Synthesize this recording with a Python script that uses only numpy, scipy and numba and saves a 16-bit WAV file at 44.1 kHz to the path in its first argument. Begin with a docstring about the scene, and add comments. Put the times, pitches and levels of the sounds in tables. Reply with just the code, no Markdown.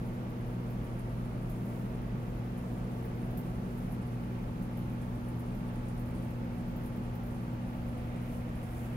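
"""A pump hums in an indoor fish tank, over trickling water and tiny bubbles that pop with short bright echoes.
The hum is a sum of mains overtones plus a rotor whine; trickle, fizz and pops are dying sines of climbing pitch.
A few faint notes swell up; below lies a rumble of noise lifted or cancelled at the cabinet and room modes.
A hand-held phone with a port at each end hears it while it drifts along the glass and at last steps back."""
import sys
import numpy as np
from scipy import signal
from scipy.fft import rfft, irfft
from scipy.io import wavfile
from scipy.ndimage import uniform_filter1d
from numba import njit

SR = 44100
rng = np.random.default_rng(int(sys.argv[2]) if len(sys.argv) > 2 else 0)


def store_wav(level_fs):
    """Save 16-bit WAV to argv[1]."""
    pcm = np.round(np.clip(np.atleast_2d(level_fs), -1, 1) * 32767)
    wavfile.write(sys.argv[1], SR, pcm.T.astype(np.int16))


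def invert_db(x):
    """Field ratio 10**(x/20) for x, a level in decibels (scalar or array-like)."""
    u = np.asarray(x, float) / 20
    return 10 ** u


N = 395136
T = np.arange(N) / SR
HZ = np.arange(N // 2 + 1) * SR / N

# The phone's way along the glass, then back into the room. Each row: time in seconds, metres travelled.
PATH = [(0.0, 0.056), (1.5, 0.036), (3.0, 0.087), (4.5, 0.21), (6.0, 0.25), (7.3, 0.24), (8.0, 0.34),
        (8.96, 0.4)]
WAY_M = np.interp(T, *np.transpose(PATH))
STEP_BACK_M = 0.27  # beyond this the open surface comes into view
BACK_M = np.maximum(WAY_M - STEP_BACK_M, 0)
WAVER_DB = 1.3
POP_CYCLES = 3.2  # ring time in cycles


def level(x, db):
    """Scale to an rms level."""
    return x * invert_db(db) / np.sqrt(np.mean(x ** 2))


def over_hz(table, column=1):
    """Interpolate a dB column over log frequency."""
    table = np.array(table, float)
    return np.interp(np.log(HZ + 1), np.log(table[:, 0]), table[:, column])


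def walk(rate_hz):
    """Slow random drift of spread 1: smoothed random steps."""
    k = int(SR / rate_hz)
    steps = np.repeat(rng.standard_normal(N // k + 1), k)
    x = uniform_filter1d(uniform_filter1d(steps, k), k)[:N]
    return x / x.std()


def standing(hz, swing_db, crest_rad, way_m):
    """Level change along a standing wave, which repeats every half wavelength."""
    return swing_db * np.cos(4 * np.pi * hz * way_m / 343 - crest_rad)


def bell(start_s, length_s):
    """Bell-shaped swell of height 1, centred on start_s."""
    return np.exp(-0.5 * (2 * (T - start_s) / length_s) ** 2)


def swells(table, db_per_m):
    """Bell-shaped rises in dB, on top of the gain from stepping back."""
    return db_per_m * BACK_M + sum(db * bell(s, length_s) for s, length_s, db in table)


@njit
def grains(start, hz, cycles, glide, size, length):
    """Each bubble is a dying sine whose pitch climbs by `glide` over its ring time."""
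    out = np.zeros(length)
    for k in range(len(start)):
        ring = cycles[k] * SR / hz[k]
        phase = 0.0
        for i in range(min(int(5 * ring), length - start[k])):
            f = min(hz[k] * (1 + glide[k] * i / ring), 0.45 * SR)
            phase += 2 * np.pi * f / SR
            out[start[k] + i] += size[k] * np.exp(-i / ring) * np.sin(phase)
    return out


def swarm(count, low_hz, high_hz, cycles, glide, scatter_db):
    """Bubbles at random moments and sizes, middling pitches most common; 0 dB rms in all."""
    when, pitch_a, pitch_b, big = rng.random((count, 4)).T
    start = (when * N).astype(np.int64)
    hz = low_hz * (high_hz / low_hz) ** ((pitch_a + pitch_b) / 2)
    size = invert_db(-scatter_db * np.log(big + 1e-6))
    one = np.ones(count)
    return level(grains(start, hz, cycles * one, glide * one, size, N), 0)


def at_ports(a, b):
    """Two unrelated signals become the room field at two spaced ports: alike in the bass, unalike above."""
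    lag_s, along = 0.00044, 0.27  # port spacing as travel time, share of sound along the axis
    turn = 2 * np.pi * HZ * lag_s
    like = (1 - along) * np.sinc(turn / np.pi) + along * np.exp(-1j * turn)
    like = like / (1 + (HZ / 5200) ** 2)
    a, b = rfft(a), rfft(b)
    return irfft(np.array([a, like * a + np.sqrt(1 - abs(like) ** 2) * b]), N)


def pump():
    """The armature beats once per mains cycle, so overtones peak together; higher ones lag in the housing."""
    # Strong overtones, each a standing wave along the way. Each row: multiple of mains,
    # mean level in dB, swing in dB, place of the crest in rad, left minus right in dB.
    strong = [(2, -42, 1.3, 0.1, 0.8), (3, -51.5, 5, 1.4, 2.0), (4, -46, 2, 2.16, 0.1), (6, -61, 6.5, 1, 4),
              (7, -67, 4, 3, 16)]
    # Steadier weak overtones. Each row: multiple of mains, level in dB, left minus right in dB.
    weak = [(5, -70.5, 24.5), (8, -67.5, 13.5), (9, -67.5, 12), (13, -94, -8)]
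    mains_hz, right_lag_s = 60, 0.00026
    side = np.array([[0.5], [-0.5]])
    overtones = [(k, db + standing(k * mains_hz, swing_db, crest_rad, WAY_M), pan_db)
                 for k, db, swing_db, crest_rad, pan_db in strong]
    hum = 0
    for k, db, pan_db in overtones + weak:
        # short high overtones waver as the hand moves through their standing waves
        waver_db = (k > 4) * WAVER_DB * walk(3)
        lag_rad = max(k - 4, 0) * (1.03 + 0.18 * walk(1.48))
        wave = np.cos(2 * np.pi * k * mains_hz * (T + side * right_lag_s) - lag_rad)
        hum = hum + invert_db(db + side * pan_db + waver_db) * wave
    return np.sqrt(2) * hum


def whine():
    """Wavering rotor tone that comes out from behind the cabinet, then fades on stepping back."""
    hz, clear_db, shade_db, clear_m, fade_db_per_m = 853.8, -65, -16, 0.1, 25
    db = clear_db + shade_db * np.exp(-WAY_M / clear_m) - fade_db_per_m * BACK_M
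    tone = np.cos(2 * np.pi * hz * T + 0.9 * walk(2.2))
    return np.sqrt(2) * invert_db(db + WAVER_DB * walk(2.95)) * tone


def trickle():
    """A dense stream of mid-sized bubbles under the returning water, gurgling in soft patches."""
    # Swells of the trickle. Each row: centre in seconds, length in seconds, rise in dB.
    gurgles = [(4.33, 0.15, 2), (8.0, 0.33, 1.5)]
    base_db, water_db_per_m, gurgle_db = -66.5, 24, 0.8
    water = at_ports(*(swarm(count=12000, low_hz=1234, high_hz=4270, cycles=5.2, glide=0.036,
                             scatter_db=0.3) for _ in range(2)))
    return water * invert_db(base_db + swells(gurgles, water_db_per_m) + gurgle_db * walk(6.4))


def fizz():
    """Smooth fizz of countless fine bubbles, unrelated at the two ports."""
    # Fine bubbles surfacing together. Each row: centre in seconds, length in seconds, rise in dB.
    shoals = [(1.67, 0.33, 4.5), (3.72, .5, 3), (5.37, 0.45, 1.5), (8.33, .13, 8), (8.8, 0.22, 7)]
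    base_db, fizz_db_per_m = -71.5, 13
    fine = np.array([swarm(count=50000, low_hz=5430, high_hz=19500, cycles=3.3, glide=0.05,
                           scatter_db=1.1) for _ in range(2)])
    return fine * invert_db(base_db + swells(shoals, fizz_db_per_m) + 0.98 * walk(12))


def echo(x):
    """Glass, lid and walls spread pops into a short dense tail, new every 40 ms as bubbles burst elsewhere."""
    t60_s, rise_s, block = 0.16, 0.0016, 1764
    t = np.arange(5 * block) / SR
    shape = (1 - np.exp(-t / rise_s)) * np.exp(-np.log(1000) * t / t60_s)
    shape = shape / np.sqrt(np.sum(shape ** 2))
    out = np.zeros((2, N + 6 * block))
    for i in range(0, N, block):
        tail = rng.standard_normal((2, len(t))) * shape
        wet = signal.fftconvolve(x[None, i:i + block], tail, axes=1)
        out[:, i:i + wet.shape[1]] += wet
    return out[:, :N]


def pops():
    """Single bubbles burst at the surface among scattered faint ones, heard by lid reflections and echo."""
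    # Single bursts. Each row: start in seconds, peak before the burst gain in dB, heard pitch in Hz.
    bursts = [(0.0558, -61, 10500), (0.4045, -62, 11200), (0.4614, -61, 12000), (0.6679, -61, 10100),
              (0.7008, -54, 13400), (0.8415, -58, 9930), (0.9887, -53.5, 10800), (1.0914, -60, 10600),
              (1.2476, -58, 10800), (1.496, -49.5, 12100), (1.5609, -64, 10800), (1.6551, -58, 13000),
              (2.575, -54.5, 11200), (3.0255, -58, 12200), (3.048, -53, 14800), (3.2176, -61, 10000),
              (3.3064, -58, 12200), (3.3732, -43, 13300), (3.4665, -59, 10600), (3.6406, -62, 10000),
              (3.775, -56, 12300), (3.918, -52, 11900), (4.0138, -61, 9600), (4.0672, -58, 10400),
              (4.6234, -55, 10600), (4.7726, -51.5, 12200), (4.8973, -58, 10700), (4.9317, -60, 13800),
              (5.0155, -54, 9800), (5.2604, -62, 10200), (5.2829, -54, 10800), (5.393, -53, 11700),
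              (5.547, -56, 12100), (5.7548, -56, 10000), (5.8551, -60, 8860), (5.882, -53.5, 9750),
              (5.9743, -57, 9900), (5.9953, -54, 12600), (6.0571, -58, 11400), (6.1494, -56, 9700),
              (6.1739, -57, 9260), (6.2208, -59, 9740), (6.3046, -59, 11800), (6.575, -58, 10300),
              (6.6787, -61, 14300), (6.7615, -53, 14300), (6.8344, -56, 12200), (6.8583, -51, 11500),
              (6.9606, -59, 14380), (7.1506, -54, 14800), (7.234, -56, 11500), (7.2634, -55, 14300),
              (7.3073, -58, 9600), (7.3457, -58, 9860), (7.3811, -62.5, 10700), (7.5318, -60.5, 14200),
              (7.881, -57, 10500), (7.9733, -57, 10000), (8.1609, -57.5, 8800), (8.2172, -59, 10800),
              (8.5525, -56, 10400), (8.6298, -53.5, 10000)]
    burst_db = 13.5  # energy is spread over the whole echo, so the burst itself is far louder
    pitch_start, lid_db = 0.85, -23.5  # first pitch as a share of the heard one
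    faint = swarm(count=400, low_hz=6450, high_hz=16000, cycles=POP_CYCLES, glide=0.14, scatter_db=0.5)
    s, peak_db, hz = np.transpose(bursts)
    one = np.ones(len(s))
    single = grains((s * SR).astype(np.int64), pitch_start * hz, POP_CYCLES * one, 0.24 * one,
                    invert_db(peak_db), N)
    dry_pops = invert_db(burst_db) * (invert_db(-88.5) * faint + single)
    # first few ms of reflections under the lid: the crisp edge
    lid = rng.standard_normal((2, 260)) * np.exp(-np.arange(260) / 120)
    edge = signal.fftconvolve(dry_pops[None], lid, axes=1)[:, :N]
    return invert_db(lid_db) * edge + echo(dry_pops)


def notes():
    """Faint tones of slightly wavering phase that swell up briefly."""
    # Each row: centre in seconds, length in seconds, pitch in Hz, peak in dB.
    tones = [(7.2, .12, 790, -59), (7.7, .25, 780, -59.5), (3.5, .5, 736, -65)]
    return sum(invert_db(db) * bell(s, length_s) * np.cos(2 * np.pi * hz * T + 1.2 * walk(6))
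               for s, length_s, hz, db in tones)


def rumble(count=8):
    """Motor and air noise shaped by room and cabinet modes, crossfaded between places along the way."""
    # Broad noise spectrum. Each row: frequency in Hz, relative density in dB per Hz.
    spectrum = [(6, -45), (15, -25), (30, -6), (60, -7), (100, -6.5), (170, -4.5), (260, -9.5),
                (400, -17.5), (700, -21.5), (1200, -28.5), (1700, -35), (2500, -39.5), (3800, -42.5),
                (6000, -44), (9000, -52), (16000, -62)]
    # Modes that lift or cancel the noise. Each row: frequency in Hz, width in Hz,
    # mean lift in dB, swing in dB, place of the crest in rad.
    modes = [(36.3, 6.0, 9, 0, 2.3), (51.0, 8.0, 2.5, 7, 0), (72.8, 4, 6.5, 20, 2.25),
             (86, 9.5, -10, 13, 1.6), (145, 6.4, -5, 6.5, 0.1), (161.2, 3.8, 6.5, 1.5, -0.15),
             (194.2, 19, -0.7, 9, 0.92), (226, 8.1, 3, 6, -2.3), (329.7, 10.4, 6.5, 1, -2.9),
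             (380.0, 5, 0.5, -10, -13), (393, 14, 2, 3.5, 0.6), (406, 12, -4.5, 4.5, 1),
             (431, 4.9, 5.5, 5, 2.5), (458.0, 14.0, 1, 9.5, 8), (501, 20, 6, 3, 0.6),
             (528, 10, 2.5, 7, -1.2), (589, 48.0, 4, -0.8, -4), (652.0, 33, 3.5, 3.5, 2.5),
             (730, 11.0, 9.5, 4, 3.5), (772, 11, 4, 1, -3), (884, 33, 3.5, 1.7, 2), (927, 19.0, 3, 2, 2),
             (1150, 28, 4.5, 0.5, 2.5), (1330, 70.0, 1.4, 0, 2)]
    rumble_db, most_lift_db = -40, 10
    noise = rfft(at_ports(*rng.standard_normal((2, N)))) * invert_db(over_hz(spectrum))
    places_m = np.linspace(0, WAY_M.max(), count)
    low = HZ < 3000
    out = 0
    for place_m, near in zip(places_m, np.eye(count)):
        db = np.zeros(len(HZ))
        for hz, width_hz, mean_db, swing_db, crest_rad in modes:
            lift_db = min(mean_db + standing(hz, swing_db, crest_rad, place_m), most_lift_db)
            db[low] += lift_db / (1 + (2 * (HZ[low] - hz) / width_hz) ** 2)
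        out = out + np.interp(WAY_M, places_m, near) * irfft(noise * invert_db(db), N)
    return level(out, rumble_db)


def scene():
    """Everything as it reaches the two ports."""
    return pump() + whine() + trickle() + fizz() + pops() + notes() + rumble()


def roll_off(x):
    """The treble ends steeply here."""
    return signal.sosfilt(signal.butter(12, 15790, fs=SR, output="sos"), x)


def record(dry):
    """Each port has its own treble dip and resonance; the top is cut."""
    # Port responses. Each row: frequency in Hz, left gain in dB, right gain in dB.
    responses = [(150, 0, 0.5), (405, -0.5, 0.5), (700, 1.5, 0), (1380, 5, 5), (2200, 2, 5),
                 (4600, -1.5, 1), (8860, -14, 0), (9700, -3, 5), (10500, 0, 2.5), (13000, 3.5, 2.5),
                 (15500, -1, 8.5)]
    top_hz = 15780
    gain = invert_db(np.array([over_hz(responses, column=1), over_hz(responses, column=2)])) * (HZ < top_hz)
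    mix = irfft(rfft(dry) * gain, N)
    return roll_off(mix)


dry = scene()
out = record(dry)
store_wav(out)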